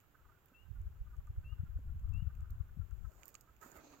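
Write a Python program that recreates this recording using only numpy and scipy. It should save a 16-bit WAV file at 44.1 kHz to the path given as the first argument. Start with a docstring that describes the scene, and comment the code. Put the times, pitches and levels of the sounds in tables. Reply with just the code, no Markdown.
"""A small campfire at night. From the start, logs tick and distant frogs cluck over a low outdoor hiss.
From 0.5 s the fire snaps or pops now and then, and a nearer frog whistles three rising peeps.
Breeze eddies buffet both microphone ports from 0.7 s to about 3 s; far frogs trill twice after 2 s.
Snaps cluster near 3.3 s as something rustles close by; a foot scuffs, bumps, lands and slides."""
import sys
import numpy as np
from scipy import signal
from scipy.fft import rfft, irfft, next_fast_len
from scipy.io import wavfile
from scipy.ndimage import uniform_filter1d, map_coordinates

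SR = 44100
rng = np.random.default_rng(int(sys.argv[2]) if len(sys.argv) > 2 else 0)


def to_wav(s):
    """Save 16-bit WAV."""
    ch = np.atleast_2d(s).T  # columns
    pcm = np.round(np.clip(ch, -1, 1) * 32767)  # PCM
    wavfile.write(sys.argv[1], SR, pcm.astype(np.int16))


N = 176400

# Log snaps. Each row: start in seconds, then relative body, treble peak and top plateau levels in dB.
SNAPS = [(.4588, -92, -80, -63.5), (2.352, -76, -72, -67), (2.506, -78, -60, -60.5),
         (3.2329, -54.5, -56, -67), (3.256, -87, -57.5, -53.5), (3.281, -79, -60, -50.5),
         (3.2895, -70, -64, -58), (3.3431, -77, -55.5, -60), (3.3524, -55.5, -47, -63),
         (3.4099, -85, -55, -57), (3.717, -81, -56, -65)]
# Body of a snap. Each row: frequency in Hz, gain in dB.
BODY_SPECTRUM = [(400, -8), (1300, -16), (2000, -8.5), (2650, 6.5), (3700, -24.5)]
# Microphone's treble peak and top plateau, colouring both snaps and rustle.
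# Each row: frequency in Hz, gain in dB.
MIC_PEAK_SPECTRUM = [(2500, -37), (4500, -4.5), (6000, -5.5), (6900, 10.5), (8600, -7.5), (11500, -30)]
MIC_PLATEAU_SPECTRUM = [(10800, -32), (12200, -6.5), (15800, -9)]
# Dull knocks: two pops in the fire, then a bump of the foot. Each row: start in seconds, level in dB.
KNOCKS = [(0.519, -62.5), (1.7888, -58), (3.661, -57.5)]
# Knock modes. Each row: frequency in Hz, gain in dB, decay in seconds.
KNOCK_MODES = [(263, 3, 0.0082), (514, 0, 0.003)]

# Eddies at the ports. Each row: centre in seconds, level in dB, left minus right in dB, swirl in Hz.
EDDIES = [(0.712, -36.5, -32, 79), (0.808, -38, -15, 70), (0.873, -34.5, 4, 58.5), (1.015, -35, -4, 45.3),
          (1.189, -33.5, 21, 60.4), (1.305, -35, -2, 72), (1.384, -29.5, -1.5, 59.3),
          (1.531, -34, 16, 71.4), (1.602, -28.5, 9, 80.6), (1.636, -33.5, 24, 116.5), (1.762, -29, 1, 61.3),
          (2.053, -29.5, 20, 54), (2.108, -31, 22, 85.4), (2.226, -26.5, 32, 101.6), (2.275, -27.5, 19, 71),
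          (2.43, -34.5, 10, 64), (2.61, -27, 16, 74), (2.774, -37.5, 23, 138), (2.799, -29, 20, 86),
          (2.932, -32, 30, 66), (3.049, -35.5, 35, 77)]
# Buffeting per port. Each row: time in seconds, level in dB.
BREEZE_LEFT = [(.15, -82), (.23, -61.5), (.7, -81), (.75, -45.5), (.95, -53), (2.15, -39), (2.55, -45),
               (3.08, -44), (3.28, -73)]
BREEZE_RIGHT = [(.52, -71), (.66, -60), (.7, -41), (.93, -56), (1.8, -46), (2.65, -50.5), (3, -71)]
# Buffeting colour. Each row: frequency in Hz, gain in dB.
BUFFET_SPECTRUM = [(20, -5.5), (48, 3.5), (90, -2.5), (160, -19.5), (230, -31.5), (600, -91)]

# Near frog. Each row: start in seconds, level in dB, left minus right in dB at start and at end.
PEEPS = [(0.538, -61, 7, 40), (1.44, -59, 19, -17), (2.127, -58, 21, -13)]
# Far clucks. Each row: centre in seconds, relative level in dB, middle partial in Hz.
CLUCKS = [(0.155, -71.5, 1500), (0.298, -75, 1227), (1.144, -74.5, 1225), (1.278, -72, 1207),
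          (1.529, -74.5, 1244), (1.668, -77.5, 1380), (1.776, -77.5, 1496), (1.894, -79, 1410),
          (2.695, -76.5, 1450), (2.82, -76.5, 1360), (3.055, -70, 1303), (3.35, -68, 1238),
          (3.494, -74, 1306), (3.63, -66, 1286)]
# Far trills. Each row: centre in seconds, half length in seconds, level in dB, pitch in Hz.
TRILLS = [(2.123, 0.12, -74.5, 1240), (2.498, 0.18, -74, 1334)]

# Friction strokes. Each row: time in seconds, level in dB.
RUSTLE_LEVELS = [(3.07, -79), (3.3, -70), (3.33, -78.5), (3.45, -85), (3.604, -87), (3.614, -63),
                 (3.645, -64), (3.745, -72.5), (3.772, -64), (3.8, -77)]
SCUFF_LEVELS = [(3.05, -78), (3.23, -69), (3.4, -77), (3.604, -85), (3.617, -59.5), (3.645, -61.5),
                (3.668, -59.5), (3.72, -64.5), (3.77, -53.5), (3.8, -63), (3.89, -78), (3.935, -60),
                (4, -86.5)]
SLIDE_LEVELS = [(3.76, -104), (3.805, -63), (3.94, -62.5), (4, -68)]
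# Sole resonances. Each row: frequency in Hz, width in Hz, gain in dB.
SOLE_MODES = [(283.7, 46, 2), (590, 780, -10), (2500, 540, -20.5), (4220, 980, -21.5), (6580, 1000, -17)]
# Scuffed ground, night hiss, low rumble. Each row: frequency in Hz, gain in dB.
GROUND_SPECTRUM = [(90, -15.5), (330, -7.5), (580, -6), (850, -12), (1300, -9), (2200, -21), (4500, -35)]
HISS_SPECTRUM = [(150, -20), (250, -3), (380, 1.5), (500, -5), (850, -5.5), (1450, -3.5), (2000, -11.5),
                 (2800, -12.5), (4200, -21.5), (6000, -23), (7000, -14.5), (8200, -24), (10900, -36.5),
                 (12300, -12), (15800, -15)]
RUMBLE_SPECTRUM = [(40, -8), (120, -1.5), (190, -8), (500, -40)]
# Stereo likeness of noise. Each row: frequency in Hz, left-right correlation.
CORRELATION = [(250, 0.67), (1300, 0.31), (7000, 0.044)]

TOP_HZ, FAR_FROG_PAN_DB = 15900, -7.5


def fire(tick_count=16, attack_s=0.000075, decay_s=0.00078, tail_s=0.0072, tail_db=-16.5, gain_db=5):
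    """Millisecond log snaps, each its own mix of body and microphone-coloured treble, among faint ticks."""
    ticks = [(u * N / SR, *(-74 + 2 * np.array(v))) for u, *v in rng.random((tick_count, 4))]
    envelopes = np.zeros((3, N + SR))
    for start_s, *bands_db in SNAPS + ticks:
        first = max(int(start_s * SR) - SR // 200, 0)
        t = (first + np.arange(SR // 10)) / SR - start_s
        rise = 1 / (1 + np.exp(np.minimum(-t / attack_s, 20)))
        fall = np.exp(-np.maximum(t, 0) / decay_s) + amp(tail_db) * np.exp(-np.abs(t) / tail_s)
        envelopes[:, first:first + len(t)] += amp(bands_db)[:, None] * rise * fall
    bands = [noise(BODY_SPECTRUM), noise(MIC_PEAK_SPECTRUM), noise(MIC_PLATEAU_SPECTRUM)]
    return amp(gain_db) * pan(-11.5) * np.sum(envelopes[:, None, :N] * bands, axis=0)


def knocks():
    """Dull knocks of about two cycles: two pops in the fire, then a bump of the foot."""
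    t = clock()[:SR // 10]
    ring = sum(amp(db) * np.sin(2 * np.pi * hz * t) * np.exp(-t / decay_s)
               for hz, db, decay_s in KNOCK_MODES)
    out = np.zeros(N)
    for start_s, db in KNOCKS:
        out[round(start_s * SR):][:len(t)] += amp(db) * ring
    return pan(-3) * out


def breeze(lump_db=4, lumps_per_s=22, width_cycles=0.46):
    """Single eddies thump the ports over weaker, lumpy buffeting."""
    level_db = np.array([curve(BREEZE_LEFT), curve(BREEZE_RIGHT)])
    lumps = amp(lump_db * np.array([wobble(lumps_per_s), wobble(lumps_per_s)]))
    out = amp(level_db) * unit(lumps * noise(BUFFET_SPECTRUM))
    t = clock()[:SR // 2] - 1 / 4
    port_phase_rad = np.array([[0], [np.pi / 2]])
    for centre_s, db, pan_db, hz in EDDIES:
        swirl = np.sin(2 * np.pi * hz * t + port_phase_rad)
        envelope = (1 + (t * hz / width_cycles) ** 2 / 2) ** -2
        first = round((centre_s + t[0]) * SR)
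        out[:, first:first + len(t)] += amp(db) * pan(pan_db) * swirl * envelope
    return out


def peeper(length_s=0.11, base_hz=2665, rise_hz=238.4, attack_s=0.014, release_s=0.012, sag_db=14):
    """Near frog: a pure whistle that climbs, fades and shifts in balance, with echo."""
    direct, voice = np.zeros((2, N)), np.zeros(N)
    for start_s, db, start_pan_db, end_pan_db in PEEPS:
        t = clock() - start_s
        progress = np.clip(t / length_s, 0, 1)
        gate = np.clip(t / attack_s, 0, 1) * np.clip((length_s - t) / release_s, 0, 1)
        hz = base_hz + rise_hz * np.sin(np.pi * progress / 2) ** 2 + 6 * wobble(75)
        envelope = amp(db - sag_db * progress + wobble(70)) * gate
        call = envelope * np.sin(2 * np.pi * np.cumsum(hz) / SR)
        direct += call * pan(start_pan_db + (end_pan_db - start_pan_db) * progress)
        voice += call
    return direct + amp(-9.5) * tree_echo(voice)


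def footstep():
    """Dry rustle, gritty scuff, then the sole sliding through its resonances."""
    sole = shaped_noise(lambda f: sum(amp(db) / (1 + (2 * (f - hz) / width_hz) ** 2)
                                      for hz, width_hz, db in SOLE_MODES))
    treble = noise(MIC_PEAK_SPECTRUM) + noise(MIC_PLATEAU_SPECTRUM)
    rustle = friction(RUSTLE_LEVELS, treble, grain_db=2.5, grains_per_s=600, pan_db=-8.5)
    ground = contact_resonances(noise(GROUND_SPECTRUM), depth_db=4)
    scuff = friction(SCUFF_LEVELS, ground, grain_db=2.5, grains_per_s=270, pan_db=-8)
    slide = friction(SLIDE_LEVELS, sole, grain_db=2, grains_per_s=100, pan_db=-4)
    return rustle + scuff + slide


def friction(levels, sound, grain_db, grains_per_s, pan_db):
    """Rubbing: sound broken into grains under the level of the stroke."""
    lead_in_db = 60 * np.minimum(clock() - levels[0][0], 0)
    grains = unit(amp(grain_db * wobble(grains_per_s)) * sound)
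    return amp(curve(levels) + lead_in_db) * grains * pan(pan_db)


def contact_resonances(x, depth_db):
    """Brief resonances come and go as the contact changes."""
    spectra = signal.stft(x, nperseg=1024)[2]
    patches = uniform_filter1d(rng.standard_normal(spectra.shape[1:]), size=3, axis=0)
    patches = uniform_filter1d(patches, size=4, axis=1)
    return signal.istft(spectra * amp(depth_db * unit(patches)), nperseg=1024)[1][:, :N]


def thud(centre_s=3.782, pitch_hz=64, level_db=-57):
    """One low push through the ground as the foot takes the weight."""
    cycles = (clock() - centre_s) * pitch_hz
    return amp(level_db) * np.sin(2 * np.pi * cycles) * np.exp(-2 * cycles ** 2)


def clucks(faint_count=40, pulse_hz=274.5, throat_hz=1326.5, half_width_hz=176, sag_hz_per_s=1900,
           half_length_s=0.0073, gain_db=8.5):
    """Far frogs: short pulsed calls through a throat resonance; fainter ones overlap at random."""
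    faint = [(u * N / SR, -83.5 + 6 * v, throat_hz + 500 * (w - 0.5))
             for u, v, w in rng.random((faint_count, 3))]
    out, t = np.zeros(N + SR), clock()[:SR // 10] - 1 / 20
    for centre_s, db, hz in CLUCKS + faint:
        partials_hz = hz + np.arange(-2, 3)[:, None] * pulse_hz * rng.normal(1, 0.07)
        gains = 1 / (1 + ((partials_hz - (throat_hz + hz) / 2) / half_width_hz) ** 2)
        cycles = partials_hz * t - sag_hz_per_s * t * t / 2 + rng.random(gains.shape)
        tone = unit(np.sum(gains * np.sin(2 * np.pi * cycles), axis=0))
        envelope = np.exp(-(t / half_length_s / rng.lognormal(0, 0.41)) ** 2)
        out[round(centre_s * SR):][:len(t)] += amp(db + gain_db) * tone * envelope
    out = out[SR // 20:][:N]  # centre each call on its time
    return pan(FAR_FROG_PAN_DB) * (out + amp(-22.5) * tree_echo(out))


def trills(pulse_hz=70.5, width_hz=350):
    """Far frogs: fast pulse trains of throat-band noise."""
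    out = 0
    for centre_s, half_length_s, db, hz in TRILLS:
        t = clock() - centre_s
        pulses = unit(np.cos(np.pi * pulse_hz * t + wobble(8.3) / 2) ** 2)
        throat = shaped_noise(lambda f: (1 + ((f - hz) / width_hz) ** 2) ** -2)
        out = out + amp(db) * np.exp(-(t / half_length_s) ** 2) * pulses * throat
    return pan(FAR_FROG_PAN_DB) * out


def tree_echo(x, t60_s=0.6):
    """Diffuse echo from the trees."""
    tail = rng.standard_normal((2, SR)) * amp(-60 * clock()[:SR] / t60_s)
    return signal.fftconvolve(x[None], tail / np.linalg.norm(tail[0]), axes=1)[:, :N]


def night(hiss_db=-74, rumble_db=-75.5):
    """Steady outdoor hiss and a low rumble."""
    return amp(hiss_db) * pan(-4) * noise(HISS_SPECTRUM) + amp(rumble_db) * noise(RUMBLE_SPECTRUM)


def noise(spectrum):
    """Stereo noise from (Hz, dB) points."""
    return shaped_noise(lambda hz: amp(log_interp(spectrum, hz)))


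def shaped_noise(response):
    """Stereo noise, rms 1: channels alike in the lows, unrelated in the treble."""
    def mid_side_gains(hz):
        angle = np.arccos(np.clip(log_interp(CORRELATION, hz), -1, 1)) / 2
        return response(hz) * (hz < TOP_HZ) * np.array([np.cos(angle), np.sin(angle)])
    mid, side = filtered(rng.standard_normal((2, N)), mid_side_gains)
    return unit(np.array([mid + side, mid - side]))


def filtered(x, response):
    """Zero-phase filter; response maps Hz to gain."""
    size = next_fast_len(N + SR // 2)
    return irfft(rfft(x, size) * response(np.fft.rfftfreq(size, 1 / SR)), size)[..., :N]


def wobble(knots_per_s):
    """Smooth random curve."""
    knots = rng.standard_normal(4096)
    coarse_s = clock()[::10]
    return np.interp(clock(), coarse_s, map_coordinates(knots, [coarse_s * knots_per_s], mode="wrap"))


def pan(db):
    """Constant-power gains; db is left minus right."""
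    gains = np.array([amp(db / 2), amp(-db / 2)]).reshape(2, -1)
    return gains / np.sqrt(np.mean(gains ** 2, axis=0))


def log_interp(points, hz):
    """(Hz, value) points on a log axis."""
    knots_hz, values = np.transpose(points)
    return np.interp(np.log(hz + 1), np.log(knots_hz + 1), values)


def curve(points):
    """(s, value) points to one value per sample."""
    return np.interp(clock(), *np.transpose(points))


def clock():
    """Sample times in seconds."""
    return np.arange(N) / SR


def amp(db):
    """Decibels to gain."""
    return 10 ** (np.asarray(db) / 20)


def unit(x):
    """Scale to rms 1."""
    return x / np.sqrt(np.mean(x ** 2) + 1e-20)


def scene():
    """Sum of all sources, stereo."""
    return breeze() + night() + peeper() + clucks() + trills() + fire() + knocks() + footstep() + thud()


def record(dry):
    """Band limit at TOP_HZ."""
    return filtered(dry, lambda hz: hz < TOP_HZ)


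dry = scene()
out = record(dry)
to_wav(out)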